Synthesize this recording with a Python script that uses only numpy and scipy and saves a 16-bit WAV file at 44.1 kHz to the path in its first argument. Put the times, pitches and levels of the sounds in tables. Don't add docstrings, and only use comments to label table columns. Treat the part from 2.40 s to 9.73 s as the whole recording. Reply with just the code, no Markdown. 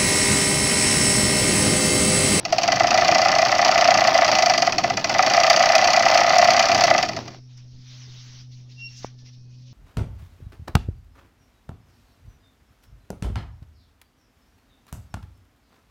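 import sys
import numpy as np
from scipy import signal
from scipy.fft import rfft, irfft, next_fast_len
from scipy.io import wavfile
from scipy.ndimage import uniform_filter1d, map_coordinates

SR = 44100
rng = np.random.default_rng(int(sys.argv[2]) if len(sys.argv) > 2 else 0)


def undo_db(level):
    steps = np.asarray(level, float) / 20
    return 10 ** steps


def transcribe(u):
    v = np.clip(np.atleast_2d(u).T, -1, 1)
    q = np.round(v * 32767).astype(np.int16)
    wavfile.write(sys.argv[1], SR, q)


N = 323253

# time in seconds, speed in turns per second.
REEL_SPEED = [(.0518, 11.56), (.258, 22.85), (.41, 26.96), (.743, 30.2), (.749, 29.27), (1.421, 31.11),
              (2.042, 27.5), (2.213, 22.67), (2.352, 15.64), (2.381, 18.89), (2.599, 12.1), (2.665, 19.68),
              (2.962, 30.25), (3.481, 33.12), (4.193, 33.41), (4.47, 31.92), (4.669, 15.6), (5.0155, .01)]
# time in seconds, nearness of the handheld phone in dB, lean on the rod in dB,
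# strain in dB.
NEARNESS_AND_LOAD = [(0, -4, -0.5, -3), (.5, 0, 0, 3.5), (1.2, -1.5, -0.5, 0), (1.8, 0, -1, 1), (2.15, -1, 2, -0.5),
                     (2.6, 1, -4, 3.5), (3, -0.5, 0, -3.5), (3.6, -1, 0, -2), (4.1, -1, 0.5, -1.5),
                     (4.4, -2.5, 2.5, 5), (4.55, -1.5, -2, 1), (5.1, 2.5, -1, 2)]
FULL_SPEED = 34.3


def reel():
    # centre in Hz, width in Hz, level in dB.
    rod_modes = [(2500, 400, -4.5), (3170, 1800, -9.5), (3706, 700, -16), (4489, 415, 0), (5000, 680, -0.5),
                 (5645, 520, -1.5), (6440, 700, -7.5), (9130, 1700, -10.5), (10900, 1000, -9),
                 (15200, 1400, -4)]
    # centre in Hz, width in Hz, level in dB.
    frame_modes = [(555, 20, -11.5), (625, 53, -5.5), (707.7, 80, 1), (806, 91, -7), (870, 60, -15.5),
                   (950, 91, -19.5), (1060, 140, -19), (1239, 110, -7), (1307, 189, -11), (1710, 190, -18),
                   (1743, 69, -11), (1997, 65, -8.5), (2385, 250, -18), (3244, 1900, -33)]
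    start, speed, clack_db, knock_db = turns()
    period = np.append(np.diff(start), .12)
    hit = start - .0018 + .0006 * luck(start) * (period < .04)
    steel = rod_clacks(hit, period, clack_db)
    wood = frame_knocks(hit, speed, knock_db) + undo_db(10) * steel
    return resonate(steel + undo_db(-54.5) * wood, rod_modes) + resonate(wood, frame_modes)


def turns():
    # time in seconds, extra knock in dB, extra clack in dB.
    uneven = [(.06, -6.5, -1.5), (.133, -4, 1.5), (.191, -3.5, 1.5), (.286, 3.5, -2), (.405, 1, -3),
              (.442, 1.5, -4), (.479, -3, -4.5), (.55, -1, -1.5), (.62, 0, -4), (.655, -3.5, 0.5),
              (1.158, -3, -2), (1.715, -2, -3.5), (1.818, 2, -3), (1.995, 0, 2), (2.105, 0.5, 0),
              (2.186, -4, 1.5), (2.277, 6.5, -2.5), (2.579, 0.5, 7.5), (2.651, -4.5, 1), (2.703, 0, -0.5),
              (2.749, 2, -3.5), (2.792, 4.5, 0), (3.106, 3.5, 2.5), (3.451, -2.5, 3.5), (3.511, -5, 1),
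              (4.293, 2, -2.5), (4.447, -6.5, 3.5), (4.511, 4.5, -0.5), (4.635, -3, 2.5), (4.887, -7.5, 1)]
    speed = reel_speed()
    angle = np.cumsum(speed)
    angle = (angle - angle[round(REEL_SPEED[0][0] * SR)]) / SR
    last = int(angle[round(REEL_SPEED[-1][0] * SR)])
    at = np.searchsorted(angle, np.arange(last + 1))
    start = at / SR
    near_db, lean_db, _ = curves(NEARNESS_AND_LOAD)
    coasting = np.gradient(speed) < 0
    clack_db = (-18 + near_db + lean_db + coasting * speed_law(40, 19.8))[at]
    knock_db = (-14.5 + near_db - lean_db + speed_law(32, FULL_SPEED))[at]
    for s, more_knock_db, more_clack_db in uneven:
        which = np.argmin(np.abs(start + .008 - s))
        knock_db[which] += more_knock_db
        clack_db[which] += more_clack_db
    return start, speed[at], clack_db, knock_db


def rod_clacks(hit, period, clack_db):
    spread_db = 2.1 * np.clip(1.8 - 30 * period, .3, 1)
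    steel = bursts(hit, clack_db + 20.72 + spread_db * luck(hit), rise=.0014, t60=.036)
    far_side = hit + (.6 + .028 * luck(hit)) * period
    far_db = clack_db + 8.1 - 300 * np.maximum(period - .076, 0) + 3 * luck(hit)
    steel += bursts(far_side, far_db, rise=.00036, t60=.012)
    loose, stray = luck(hit), luck(hit)
    chatter = hit + (.21 + .25 * np.abs(loose)) * period
    steel += bursts(chatter, clack_db + 2.5 + 3 * stray, rise=.0014, t60=.064)
    late = hit + (.88 + .13 * stray) * period
    steel += bursts(late, clack_db + 3 + 4 * loose, rise=.0004, t60=.012)
    return steel


def frame_knocks(hit, speed, knock_db):
    seat = hit + .004 + .00023 * speed + .0008 * luck(hit)
    wood = blows(seat, knock_db + 49.2 + 2.3 * luck(hit))
    wood += bursts(seat + .002, knock_db + 29, rise=.00021, t60=.012)
    wood += blows(seat + .001419 + .0005 * luck(hit), knock_db + 42)
    rebound = seat + .0115 + .0025 * luck(hit)
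    wood += blows(rebound, knock_db + 40 + 3.6 * luck(hit))
    wood += bursts(rebound, knock_db + 21, rise=.0036, t60=.049)
    return wood


def motor():
    # frequency in Hz, density in dB per Hz.
    rattle_spectrum = [(450, -26), (590, 10), (870, 4), (1540, -5), (1990, -4.5), (3230, -7.5),
                       (5590, -5.5), (8250, -41), (12000, -44.5), (15300, -31.5), (16500, -48.5)]
    # frequency in Hz, density in dB per Hz.
    rumble_spectrum = [(22, -12), (33, -28.5), (45, -29.5), (62, -6), (75, -11.5), (95, -1.5), (200, -1.5),
                       (350, -0.5), (452, -9.5), (520, -7.5), (680, -36.5), (1100, -120)]
    orders = (2, 3, 7, 10)
    orders_db = (-61.5, -60.5, -48.5, -56)
    near_db, _, strain_db = curves(NEARNESS_AND_LOAD)
    grains_db = 3.5 * wobble(300) + 2.2 * wobble(40)
    rattle = unit(undo_db(grains_db) * hiss(rattle_spectrum))
    rattle_db = -19.5 + near_db + speed_law(31.5, FULL_SPEED) - 3.5
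    rumble = unit(undo_db(1.8 * wobble(30)) * hiss(rumble_spectrum))
    shaft = 2 * np.pi * np.cumsum(reel_speed()) / SR
    hum = sum(undo_db(db + 3.5 + 3 * wobble(8.2)) * np.sin(k * shaft) for k, db in zip(orders, orders_db))
    hum = hum * undo_db(speed_law(50, FULL_SPEED))
    stall = undo_db(speed_law(23, 12.6))
    return undo_db(rattle_db) * rattle + stall * (undo_db(-36.5 + strain_db) * rumble + hum)


def rustle():
    # start in seconds, hold in seconds, level in dB, dull part in dB.
    cloth_rubs = [(4.8, .15, -51.5, 4), (5.102, 0.034, -63, -3), (5.18, .01, -56, 0),
                  (5.325, .08, -72, -24), (5.51, 0.5, -50, -3.5), (6.122, .02, -55, -20),
                  (6.176, 0.033, -60, -8), (6.3, 0.029, -54.5, -22), (6.394, .02, -53, -7.5),
                  (6.508, 0.12, -50, -10), (6.629, 0.036, -51.5, 4), (6.787, .01, -57.5, -8),
                  (6.86, 0.012, -52.5, -10), (6.933, .01, -59, -19), (7.112, .04, -65, -13.5),
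                  (7.196, .03, -64.5, -21.5), (7.272, .04, -60, -18)]
    # frequency in Hz, density in dB per Hz.
    weave = [(1060, -33), (1800, -13), (2700, -4.5), (5790, 1.5), (6410, -6), (8310, -38.5), (12500, -40.5),
             (15500, -29), (16500, -38.5)]
    folds = [(400, -40), (700, -8.5), (1500, -4), (2300, -2), (3000, -37), (4000, -120)]
    t = np.arange(N)[::64] / SR
    bright, dull = np.zeros(N), np.zeros(N)
    for s, hold, db, dull_db in cloth_rubs:
        rise = (s - t) / (.012 + .4 * hold)
        fall = (t - s - hold) / .065
        rub = undo_db(db - 20 * np.maximum(np.maximum(rise, fall), 0)).repeat(64)[:N]
        bright += rub
        dull += undo_db(dull_db - 9) * rub
    bright += undo_db(-72)
    return undo_db(-1.27) * bright * patchy(hiss(weave), depth_db=2.5) + dull * hiss(folds)


def scuff():
    # time in seconds, length in seconds, level in dB.
    slides = [
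        (5.177, 0.004, -50.5),
        (6.586, .022, -46.5),
        (6.655, .012, -52),
    ]
    skin = [(2500, -30), (5000, -1), (6200, 1.5), (7500, -16), (9500, -34), (13000, -36), (15500, -32.5)]
    t = np.arange(N) / SR
    return sum(undo_db(db) * np.exp(-((t - s) / length) ** 2) for s, length, db in slides) * hiss(skin)


def squeak():
    # time in seconds, first partial in dB, second partial over it in dB.
    slip = [
        (6.36, -67, -14),
        (6.388, -43, -26),
        (6.42, -34.5, -11),
        (6.45, -33.5, -8),
        (6.47, -37.5, 4),
        (6.485, -39, -18),
        (6.5, -56, 13),
        (6.6, -61, -12),
        (6.62, -73, -11),
    ]
    first_db, over_db = curves(slip)
    second_db = first_db + over_db
    third_db = np.roll(second_db, round(.022 * SR)) - 45
    phase = 2 * np.pi * 2746 * np.arange(N) / SR
    partials_db = first_db, second_db, third_db
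    return sum(undo_db(db - 1 + .8 * k * wobble(70)) * np.sin(k * phase) for k, db in enumerate(partials_db, 1))


def tap():
    # level in dB, frequency in Hz, width in seconds.
    pulse = (-15.5, 620, 0.00058)
    db, hz, width = pulse
    t = np.arange(N) / SR - 6.6466
    finger = np.exp(-(t / width) ** 2) * np.cos(2 * np.pi * hz * t)
    nail = .1 * np.exp(-(t / .00042) ** 2) * np.cos(2 * np.pi * 2300 * t)
    recoil = .34 * (t > 0) * np.exp(-np.abs(t) / .0023) * (1 - np.exp(-(t / .001) ** 2))
    return undo_db(db) * (finger + nail - recoil)


def background():
    # frequency in Hz, level in dB.
    hum_lines = [(75, -68), (124.7, -44.5), (249.4, -63)]
    # frequency in Hz, density in dB per Hz.
    air = [(18, 9.5), (28, 6), (42, -8), (75, 1), (124, -4.5), (170, 0), (250, -5.5), (330, -11),
           (700, -20), (1500, -27), (3000, -33.5), (5500, -15), (6800, -35), (8000, -46.5), (16000, -49.5)]
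    # time in seconds, frequency in Hz, length in seconds, level in dB.
    far_tones = [
        (5.04, 420, .06, -66),
        (5.56, 610, .06, -69),
        (5.7, 430, .08, -70),
        (7.28, 555, .1, -66),
        (7.13, 2520, .4, -74),
        (6.83, 1750, .3, -75),
    ]
    t = np.arange(N) / SR
    drift = np.cumsum(1 + .006 * wobble(5.8)) / SR
    hum = sum(undo_db(db + 3 + .7 * wobble(6.7)) * np.sin(2 * np.pi * hz * drift) for hz, db in hum_lines)
    far = np.zeros(N)
    for s, hz, length, db in far_tones:
        swell = np.exp(-(2 * (t - s) / length) ** 2)
        far += undo_db(db + 2.5 * wobble(40)) * swell * np.sin(2 * np.pi * hz * t)
    loud = np.clip(reel_speed() / 18 - .4, 0, 1)
    return undo_db(-8 * loud) * hum + far + undo_db(-56) * patchy(hiss(air), depth_db=3)


def room(x):
    # frequency in Hz, time to fall by 60 dB in seconds.
    wall_decay = [(200, 0.34), (2000, 0.21), (8000, 0.33)]
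    hz, t, z = signal.stft(rng.standard_normal(SR // 3), SR, nperseg=256)
    decay = undo_db(-60 * t / along(wall_decay, hz)[:, None])
    tail = signal.istft(z * decay, SR, nperseg=256)[1]
    return signal.fftconvolve(np.pad(x, (300, 0)), tail / np.linalg.norm(tail))[:N]


def reel_speed():
    return curves(REEL_SPEED, None)[0]


def speed_law(law_db, under):
    return law_db * np.log10(np.clip(reel_speed() / under, 1e-4, 1))


def luck(like):
    return rng.standard_normal(len(like))


def blows(s, db):
    return np.bincount(np.clip(s * SR, 0, N - 1).astype(int), undo_db(db), N)


def bursts(s, db, rise, t60):
    t = np.arange(SR // 12) / SR
    envelope = (1 - np.exp(-t / rise)) * undo_db(-60 * t / t60)
    return signal.oaconvolve(blows(s, db), envelope)[:N] * rng.standard_normal(N)


def resonate(x, modes):
    def response(f):
        total = 0
        for k, (c, w, db) in enumerate(modes):
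            damping = 1j * f * w
            total = total + (-1) ** k * undo_db(db) * damping / (c * c - f * f + damping)
        return total
    return filtered(x, response)


def filtered(x, response):
    m = next_fast_len(N + SR // 2)
    return irfft(rfft(x, m) * response(np.fft.rfftfreq(m, 1 / SR)), m)[:N]


def hiss(spectrum):
    return unit(filtered(rng.standard_normal(N), lambda hz: undo_db(along(spectrum, hz))))


def patchy(x, depth_db):
    z = signal.stft(x, nperseg=512)[2]
    field = uniform_filter1d(rng.standard_normal(z.shape), 12, 0)
    field = uniform_filter1d(field, 8, 1)
    return unit(signal.istft(z * undo_db(depth_db * unit(field)), nperseg=512)[1][:N])


def wobble(rate):
    knots = rng.standard_normal(int(N * rate / SR) + 4)
    return map_coordinates(knots, [np.arange(N) * rate / SR])


def curves(rows, outside=-120):
    s, *cols = np.transpose(rows)
    return [np.interp(np.arange(N) / SR, s, c, outside, outside) for c in cols]


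def along(points, hz):
    f, v = np.transpose(points)
    return np.interp(np.log(hz + 1), np.log(f + 1), v)


def unit(x):
    return x / np.sqrt(np.mean(x ** 2) + 1e-20)


def scene():
    # frequency in Hz, gain in dB.
    phone_path = [(150, -1), (300, 4), (460, -17.5), (550, 0.5), (6500, -0.5), (7300, -5.5), (8500, -24),
                  (12000, -34.5), (16000, -29)]
    knocks = filtered(reel(), lambda hz: undo_db(along(phone_path, hz)))
    handling = rustle() + scuff() + squeak() + tap()
    return (knocks + undo_db(-13) * room(knocks) + motor() + background() + handling)[None]


def low_pass(x):
    return signal.sosfilt(signal.butter(12, 16990, fs=SR, output="sos"), x)


def record(dry):
    soft = dry[0] / (1 + np.abs(dry[0] / .95) ** 4) ** (1 / 4)
    mix = filtered(soft, lambda hz: np.where(hz < 15850, 1, .03))[None]
    return low_pass(mix)


dry = scene()
out = record(dry)
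transcribe(out)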